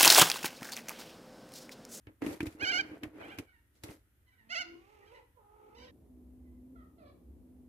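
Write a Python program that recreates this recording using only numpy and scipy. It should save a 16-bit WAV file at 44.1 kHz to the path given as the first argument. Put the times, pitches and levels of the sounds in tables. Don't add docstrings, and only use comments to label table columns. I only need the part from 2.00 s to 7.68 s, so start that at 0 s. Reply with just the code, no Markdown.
import sys
import numpy as np
from scipy import signal
from scipy.fft import rfft, irfft
from scipy.io import wavfile
from scipy.ndimage import uniform_filter1d

SR = 44100
rng = np.random.default_rng(int(sys.argv[2]) if len(sys.argv) > 2 else 0)


def store_pcm(level_fs):
    pcm = np.round(np.clip(level_fs, -1, 1) * 32767).astype(np.int16)
    wavfile.write(sys.argv[1], SR, np.atleast_2d(pcm).T)


N = 250488


def undb(db):
    return 10 ** (np.asarray(db) / 20)


def unit(x):
    return x / np.sqrt(np.mean(x ** 2))


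def at_hz(table, hz):
    f, v = np.transpose(table)
    return np.interp(np.log(np.maximum(hz, 1)), np.log(np.maximum(f, 1)), v)


def columns(rows):
    s, *cols = np.transpose(rows)
    return [np.interp(np.arange(N) / SR, s, c) for c in cols]


def colour(x, table):
    gain = undb(at_hz(table, np.arange(N // 2 + 1) * SR / N))
    return unit(irfft(rfft(x) * gain, N))


def walk(rate, size=N):
    k = max(int(SR / rate), 1)
    smooth = uniform_filter1d(rng.standard_normal(size), k, mode="wrap")
    return unit(uniform_filter1d(smooth, k, mode="wrap"))


def ring(x, modes):
    out = 0
    for hz, db, t60 in modes:
        pole = np.exp((2j * np.pi * hz - np.log(1000) / t60) / SR)
        out = out + undb(db) * signal.lfilter([1], [1, -pole], x).imag
    return out


ALIKE_HZ, ALIKE_MOST = 598, 0.93


def diffuse(make):
    f = np.arange(N // 2 + 1) * SR / N
    alike = ALIKE_MOST / (1 + (f / ALIKE_HZ) ** 3)
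    mid = rfft(make()) * np.sqrt((1 + alike) / 2)
    side = rfft(make()) * np.sqrt((1 - alike) / 2)
    return irfft(np.array([mid + side, mid - side]), N)


def noise(table):
    return diffuse(lambda: colour(rng.standard_normal(N), table))


# (frequency [Hz], relative level [dB per Hz])
HISS_COLOUR = [(300, -5.5), (2000, -5.5), (5000, -13), (8000, -10), (11000, -4), (13500, -5),
               (15500, -12.5)]
# (frequency [Hz], relative level [dB per Hz])
YARD_COLOUR = [(15, -34), (25, -1), (86, -3), (125, -10.5), (157, -27), (259, -30), (1170, -43.5),
               (1240, -29.5), (1960, -29.5), (2220, -37), (3500, -39), (4550, -64), (7700, -120)]
# (frequency [Hz], relative level [dB per Hz])
RUMBLE_COLOUR = [(30, -36.5), (50, -16), (62, -4), (67, -0.5), (73, -6.5), (85, -18), (130, -40),
                 (400, -84)]
# (frequency [Hz], relative level [dB per Hz])
SKIRT_COLOUR = [(30, -18.5), (70, -1.5), (160, -9), (220, -3.5), (300, -1.5), (450, -13), (800, -23.5),
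                (1200, -34), (2500, -58.5)]
# (time [s], rumble level [dB], hum level [dB])
RUMBLE_SWELLS = [(3.7, -76, -95), (3.81, -58, -59.5), (4.01, -63, -88), (4.11, -61.5, -61),
                 (4.45, -53.5, -56), (4.69, -58, -56), (5.17, -67.5, -74), (5.33, -52.5, -65.5),
                 (5.53, -59, -56.5), (5.68, -59, -61)]
HISS_DB, YARD_DB, SKIRT_DB = -79.5, -67, -61.5
HUM_HZ = 251.4


def background():
    rumble_db, hum_db = columns(RUMBLE_SWELLS)
    rumble = undb(rumble_db) * noise(RUMBLE_COLOUR)
    hum_phase = 2 * np.pi * np.cumsum(HUM_HZ + 2.5 * walk(10)) / SR
    hum = undb(hum_db + 1.2 * walk(17)) * np.sqrt(2) * np.sin(hum_phase)
    skirt = undb(SKIRT_DB + 0.5 * walk(8.3)) * noise(SKIRT_COLOUR)
    fade = columns([(3.6, 0.12), (3.9, 1)])[0]
    yard = undb(YARD_DB) * noise(YARD_COLOUR)
    return undb(HISS_DB) * noise(HISS_COLOUR) + (1 - fade) * yard + fade * (rumble + hum + skirt)


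# (frequency [Hz], strength [dB], time to fall 60 dB [s])
BOOM_MODES = [(308.2, 0.5, .08), (284, -25, 0.037), (417, -21, 0.15), (560, -39, 0.017), (750, -30, 0.014)]
# (frequency [Hz], strength [dB], time to fall 60 dB [s])
THUD_MODE = [(105.5, 0, 0.059)]
# (frequency [Hz], relative level [dB per Hz])
CRACK_COLOUR = [(400, -10), (800, -10), (1100, -8.5), (1600, -2.5), (2000, 1), (2600, 0), (3500, -13),
                (5000, -22.5), (8000, -43)]
# (frequency [Hz], relative level [dB per Hz])
TREBLE_COLOUR = [(2350, -5.5), (4000, -4), (5370, -5.5), (6590, -5.5), (8400, -6.5), (12000, -5.5),
                 (15500, -15)]
# (time [s], boom [dB], thud [dB], crack [dB], bright tick [dB])
KNOCKS = [(.070, -42.5, -41, -45.5, -87), (.22, -31.5, -57, -35.5, -61), (.264, -25, -60, -34, -42),
          (0.312, -36, -59, -62, -51), (.405, -27, -40, -28, -41), (.429, -22, -48, -52, -44.5),
          (.468, -30.5, -31, -38.5, -40.5), (0.525, -67, -57, -54, -55), (.549, -41, -69, -78, -79),
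          (.628, -31.5, -37.5, -47, -44.5), (.911, -47, -51, -71, -77), (1.034, -31, -38.5, -31, -43),
          (1.06, -45, -41, -66, -77), (1.377, -46, -43.5, -50, -56), (1.386, -35, -42, -34.5, -36.5),
          (1.836, -43, -39.5, -43.5, -35.5), (1.888, -67, -41, -48.5, -66)]
SNAP_T60_S, CRACK_T60_S = 0.033, 0.078


def knocks():
    boom, thud, crack, tick = np.zeros((4, N))
    t = np.arange(SR // 4) / SR
    fall = 0.35 * 1000 ** (-t / SNAP_T60_S) + 0.2 * 1000 ** (-t / CRACK_T60_S)
    for s, boom_db, thud_db, crack_db, tick_db in KNOCKS:
        i = int(s * SR)
        boom[i], thud[i] = undb(boom_db), undb(thud_db)
        crack[i:i + len(t)] += undb(crack_db) * fall
        tick[i:i + len(t)] += undb(tick_db) * fall
    push = np.hanning(int(0.0022 * SR))
    ringing = ring(boom, BOOM_MODES) + ring(thud, THUD_MODE)
    body = np.convolve(ringing, push / push.sum())[:N]
    sides = undb([[-.8], [.8]])
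    return body * sides + crack * noise(CRACK_COLOUR) + tick * noise(TREBLE_COLOUR)


# (time of full level [s], rise [s], hold [s],
# push on the boards [dB], scrape level [dB], treble level [dB])
DRAGS = [(0.073, 0.011, 0.02, -55, -64, -93), (0.221, 0.0068, 0.066, -35.5, -47, -56),
         (0.297, 0.013, 0.044, -44.5, -48, -55.5), (0.406, .006, 0.046, -44, -56, -65.5),
         (0.458, 0.0043, 0.0075, -46.5, -48, -53.5), (0.517, .03, .04, -72, -65.5, -70),
         (.61, 0.043, 0.17, -50, -49.5, -71.5), (0.786, .03, 0.18, -52, -55, -74),
         (1.039, 0.027, 0.016, -45.5, -54, -69.5), (1.174, 0.076, 0.036, -50.5, -55, -73.5),
         (1.211, 0.04, 0.077, -53.5, -51.5, -68.5), (1.303, 0.033, 0.054, -58, -58, -70.5),
         (1.392, 0.021, 0.0067, -45, -57.5, -64), (1.761, 0.031, 0.024, -80, -78.5, -73.5),
         (1.841, 0.013, 0.074, -51, -55.5, -57.5)]
RISE_FROM_DB = -17
BOARDS_FADE_DB_S, LITTER_FADE_DB_S = 341, 284
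SETTLE_DB, SETTLE_FADE_DB_S = -16.5, 162


def drag_gains():
    t, power = np.arange(N) / SR, 0
    fades = np.array([[BOARDS_FADE_DB_S], [LITTER_FADE_DB_S], [LITTER_FADE_DB_S]])
    for s, rise, hold, *db in DRAGS:
        after = np.maximum(t - s - hold, 0)
        rise_db = RISE_FROM_DB * np.maximum(s - t, 0) / rise
        fade_db = np.maximum(-fades * after, SETTLE_DB - SETTLE_FADE_DB_S * after)
        power = power + undb(np.array(db)[:, None] + rise_db + fade_db) ** 2
    return np.sqrt(power)


def grains():
    return rng.standard_normal(N) * undb(3.5 * walk(900) + 1.8 * walk(60))


# (frequency [Hz], relative level [dB per Hz])
SCRAPE_COLOUR = [(240, -30.5), (400, 2.5), (1020, -10), (1700, -12.5), (1920, -10), (2220, -12),
                 (3620, -28.5), (4340, -31.5), (7000, -49.5), (9100, -66.5), (15400, -120)]


def shaken_boards():
    return unit(ring(grains(), BOOM_MODES)) + undb(-22) * unit(ring(grains(), THUD_MODE))


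def litter():
    push, scraping, rustling = drag_gains()
    boards = diffuse(shaken_boards)
    scrape = diffuse(lambda: colour(grains(), SCRAPE_COLOUR))
    treble = diffuse(lambda: colour(grains(), TREBLE_COLOUR))
    return push * boards + scraping * scrape + rustling * treble


TREMBLE_HZ = 47.6


def voice(rows, throat, upper_hz, haze_hz, tremble=0.):
    s, *cols = np.transpose(rows)
    i = np.arange(int(s[0] * SR), int(s[-1] * SR))
    curves = [uniform_filter1d(np.interp(i / SR, s, c), size=260) for c in cols]
    hz, db, rough, upper_db, *first_db = curves
    rough = np.clip(rough, 0, 1)
    shaken_hz = hz * (1 + 0.045 * rough * walk(140, size=len(i)))
    phase = 2 * np.pi * np.cumsum(shaken_hz) / SR

    k = np.arange(1, 21)[:, None]
    gain = undb(at_hz(throat, k * hz))
    norm = np.sqrt(np.sum(gain ** 2, axis=0) / 2)
    height = k * hz / upper_hz
    gain = gain * undb(upper_db * height ** 6 / (1 + height ** 6))
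    gain[0] *= undb(sum(first_db))

    shake = 1 + 1.3 * rough * np.array([walk(300, size=len(i)) for _ in k])
    slip = np.array([walk(500, size=len(i)) for _ in k])
    slip = np.minimum((k * hz / haze_hz) ** 3, 3) * slip
    tone = np.sum(gain * shake * np.cos(k * phase + slip), axis=0) / norm
    tremble_hz = TREMBLE_HZ * (1 + 0.151 * walk(13.7, size=len(i)))
    throb = 1 + tremble * np.sin(2 * np.pi * np.cumsum(tremble_hz) / SR)
    soft_ends = signal.windows.tukey(len(i), min(600 / len(i), 1))
    out = np.zeros(N)
    out[i] = tone * throb * undb(db) * soft_ends
    return out


# (time [s], pitch [Hz], level [dB])
SQUAWKS = [
    [(.592, 672.5, -61.5), (.606, 705, -46.5), (.626, 809.5, -35), (.642, 830, -29), (.656, 696.5, -37),
     (.674, 757, -33), (.694, 753.5, -31), (.711, 801.6, -29.5), (.726, 684.5, -37), (.744, 735.5, -30),
     (.763, 710.4, -30.5), (.782, 755.6, -33), (.797, 795, -27), (.809, 768, -32), (.822, 737, -46)],
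    [(1.175, 711, -77), (1.2, 818, -61), (1.216, 863, -56), (1.236, 730, -50), (1.26, 827, -52),
     (1.272, 820, -59), (1.291, 649, -56), (1.322, 808, -48.5), (1.334, 805, -53), (1.35, 700, -65)],
    [(2.488, 577, -69), (2.506, 671, -45), (2.536, 744, -37), (2.543, 751.5, -38.5), (2.556, 634.4, -37.5),
     (2.578, 698, -35.5), (2.598, 751, -37.5), (2.608, 742.6, -36.5), (2.622, 688.5, -39.5),
     (2.638, 686, -53)],
    [(3.045, 688.7, -83), (3.08, 804, -67.5), (3.135, 682.4, -87)],
    [(3.746, 829, -73), (3.754, 885, -68.5), (3.768, 1000, -70), (3.779, 1008, -63), (3.794, 878, -59)],
    [(3.796, 760, -60), (3.81, 745, -66), (3.824, 798, -61), (3.856, 675, -67.5), (3.876, 608, -68)],
]
# (roughness [0-1], upper partials before dulling [dB],
# pitch where dulling starts [Hz], faces away [1 = yes], echo share [dB])
SQUAWK_CALLS = [(0.2, 2, 765, 0, -20.5), (.06, -9, 726, 1, -6.5), (0.17, 3, 736, 0, -13.5),
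                (0.19, 3, 800, 1, -4), (0.18, 8.5, 1100, 1, -1.5), (0.18, 10, 790, 1, -5.5)]
# (frequency [Hz], gain [dB])
SQUAWK_THROAT = [(350, -39), (600, 0), (751, -13.5), (1130, -28.5), (1430, 0), (1890, 3.5), (2180, 0.5),
                 (2960, 0.5), (3600, -17.5), (4570, -7.5), (5710, -17), (6610, -17.5), (9180, -45.5),
                 (10600, -32.5), (14000, -44)]
# (frequency [Hz], gain [dB])
AWAY_THROAT = [(600, -18), (800, -1.5), (1600, -1), (2300, 2), (3000, 3), (3500, -2), (4000, -7.5),
               (5400, -10.5), (7000, -24.5), (10000, -35)]
DULL_DB_PER_HZ, DULL_MOST_DB = 0.66, 11.5


def squawk(rows, rough, upper_db, dull_hz, away):
    s, hz, db = np.transpose(rows)
    t = np.arange(s[0], s[-1], .002)
    f = np.interp(t, s, hz)
    dull_db = np.clip(DULL_DB_PER_HZ * (f - dull_hz), 0, DULL_MOST_DB)
    rows = np.transpose([t, f, np.interp(t, s, db), rough + 0 * t, upper_db - dull_db])
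    throat = AWAY_THROAT if away > .5 else SQUAWK_THROAT
    return voice(rows, throat, upper_hz=3617.0, haze_hz=8500.)


# (time [s], reference level, 1.5 dB under the peak setting [dB],
# reference frequency near the second partial [Hz], length [s], upper partials [dB])
PEEPS = [(1.468, -66, 1460, 0.067, -9), (1.522, -67.5, 1852, 0.081, -9), (2.258, -72.5, 1970, 0.079, 0),
         (2.315, -70.5, 1482, 0.051, -6), (2.3724, -64, 1862, 0.068, -11), (3.008, -64.5, 1896, 0.07, -21),
         (3.135, -60.5, 1943, 0.06, -0.5), (3.869, -65.5, 1856, 0.045, 6), (4.43, -80, 2010, 0.11, -20.5),
         (4.552, -81, 2010, 0.054, -20)]
# (frequency [Hz], gain [dB])
PEEP_THROAT = [(500, -29.5), (950, -12.5), (1900, 0.5), (2850, -9), (3800, -12.5), (6000, -27.5),
               (9000, -45)]


def peep(s, db, hz, length, upper_db):
    rows = [(s, 0.53 * hz, db - 12.0, .2, upper_db),
            (s + 0.33 * length, .505 * hz, db + 1.5, .35, upper_db),
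            (s + length, .49 * hz, db - 9.0, .2, upper_db)]
    return voice(rows, PEEP_THROAT, upper_hz=2520.0, haze_hz=3850.0)


# (time [s], pitch [Hz], level [dB], first partial [dB])
MOANS = [
    [(2.36, 205.3, -84, -4), (2.474, 224.3, -67.5, 4.5), (2.584, 254.4, -59.5, -2), (2.635, 330.8, -66, 4),
     (2.665, 337.6, -62.5, 8.5), (2.73, 340.2, -63, 10.5), (2.822, 378.8, -63.5, -4),
     (2.925, 432.8, -60.5, -1), (3.012, 399.4, -62, 0), (3.09, 428.5, -64, 2.5), (3.13, 489.5, -58.5, 7.5),
     (3.206, 428.6, -61.5, -4.5), (3.25, 437.4, -96, -2)],
    [(3.33, 523, -105, 7), (3.376, 498.8, -56.5, -1), (3.404, 415, -61, -4), (3.462, 410.6, -64, -9),
     (3.532, 422.8, -57, -4.5), (3.68, 424.3, -56, 1), (3.725, 414.6, -59, -6), (3.76, 462, -56.5, 2),
     (3.844, 506.4, -63.5, 12), (3.91, 512, -75, 8)],
]
# (roughness [0-1], upper partials at start [dB], at end [dB], blur frequency [Hz])
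MOAN_CALLS = [(0.12, 4.5, -2.5, 1740), (0.08, -26.5, -3, 1750)]
# (frequency [Hz], gain [dB])
MOAN_THROAT = [(150, 13.5), (350, 2), (600, -10.5), (900, -3), (1300, -9.5), (1750, -28.5), (2300, -6),
               (3000, -22.5), (5000, -29)]
TREMBLE_DEPTH = 0.3


def moan(rows, rough, first_upper_db, last_upper_db, haze_hz):
    s, hz, db, first_db = np.transpose(rows)
    upper_db = np.interp(s, s[[0, -1]], [first_upper_db, last_upper_db])
    rows = np.transpose([s, hz, db, rough + 0 * s, upper_db, first_db])
    return voice(rows, MOAN_THROAT, upper_hz=1700., haze_hz=haze_hz, tremble=TREMBLE_DEPTH)


# (which hen [0 or 1], time [s], length before the fade [s], first pitch [Hz],
# last pitch [Hz], glide [s], level [dB], upper partials [dB])
CLUCKS = [(0, 4.748, 0.08, 693, 625.5, .07, -67.5, -3.5), (1, 4.974, 0.06, 697, 594, 0.062, -62.5, -7),
          (1, 5.045, .05, 581, 567.7, .04, -65.5, -1)]
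# (frequency [Hz], gain [dB])
CLUCK_THROATS = [
    [(300, -22), (650, -3), (1300, 5), (2000, -3.5), (2600, -22), (3400, -11.5), (4200, -22), (7000, -40)],
    [(300, -21), (620, 7.5), (1200, -1), (1750, -10), (2400, -5.5), (3000, -18), (3500, -9), (4600, -11),
     (7000, -49)],
]
CLUCK_ATTACK_S, CLUCK_FADE_S, CLUCK_FADE_DB = 0.011, 0.064, -24
CLUCK_ROUGH = 0.3


def cluck(s, length, first_hz, last_hz, glide, db, upper_db, throat):
    t = np.arange(0, length + CLUCK_FADE_S, .002)
    slide = np.cos(np.pi / 2 * np.minimum(t / glide, 1)) ** 2
    hz = last_hz + (first_hz - last_hz) * slide
    level = db + np.interp(t, [0, CLUCK_ATTACK_S, length, length + CLUCK_FADE_S],
                           [CLUCK_FADE_DB, 0, 0, CLUCK_FADE_DB])
    rows = np.transpose([s + t, hz, level, CLUCK_ROUGH + 0 * t, upper_db + 0 * t])
    return voice(rows, throat, upper_hz=2205.0, haze_hz=3640.0)


# (frequency [Hz], left minus right [dB])
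BIRD_BALANCE = [(60, -1.5), (110, -0.5), (200, 2), (380, -7.5), (700, 0.5), (1290, -8.5), (2380, -5),
                (4400, -5.5), (8120, -7.5), (15000, 3.5)]
# (frequency [Hz], left leads by [radians])
BIRD_PHASE = [(0, -0.5), (690, -1.33), (2840, -6), (3700, -8.5), (4650, -3.5), (6370, -1.3), (7750, -3.5),
              (8270, -0.5), (9990, -4), (10700, 2.5), (12200, -2.5), (14000, -9), (14600, 5), (15300, -5)]
RUN_T60_S = 0.38


def birds():
    squawks = [squawk(c, *call[:-1]) for c, call in zip(SQUAWKS, SQUAWK_CALLS)]
    peeps = sum(peep(*p) for p in PEEPS)
    hen = sum(moan(c, *call) for c, call in zip(MOANS, MOAN_CALLS))
    far = sum(cluck(*c, CLUCK_THROATS[int(which)]) for which, *c in CLUCKS)

    f = np.arange(N // 2 + 1) * SR / N
    half_phase = .5 * np.interp(f, *np.transpose(BIRD_PHASE))
    half = undb(at_hz(BIRD_BALANCE, f) / 2) * np.exp(1j * half_phase)
    direct = irfft(rfft(sum(squawks) + far + peeps) * np.array([half, 1 / half]), N)
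    direct += np.array([undb(-9.0) * np.roll(hen, shift=14), hen])

    t = np.arange(SR) / SR
    echo = rng.standard_normal((2, SR)) * 1000 ** (-t / RUN_T60_S) * np.minimum(t / .008, 1)
    echo = signal.lfilter([1], [1, -.6], echo)
    echo = echo / np.sqrt(np.sum(echo ** 2) / 2)
    wet = sum(undb(call[-1]) * c for c, call in zip(squawks, SQUAWK_CALLS))
    wet = wet + undb(-8.5) * hen + undb(-5.0) * far + undb(-7) * peeps
    wet = wet * (.7 + .7 * walk(250))
    tail = signal.fftconvolve(wet[None], echo, axes=1)[:, :N]
    echo_on = columns([(3.905, 1), (3.915, 0), (4.4, 0), (4.41, 1)])[0]
    return direct + tail * echo_on


def scene():
    return background() + knocks() + litter() + birds()


def record(dry):
    bass_cut = signal.butter(4, 48, "high", fs=SR, output="sos")
    top_cut = signal.ellip(10, .2, 70, 15500, fs=SR, output="sos")
    return signal.sosfilt(top_cut, signal.sosfilt(bass_cut, dry))


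dry = scene()
out = record(dry)
store_pcm(out)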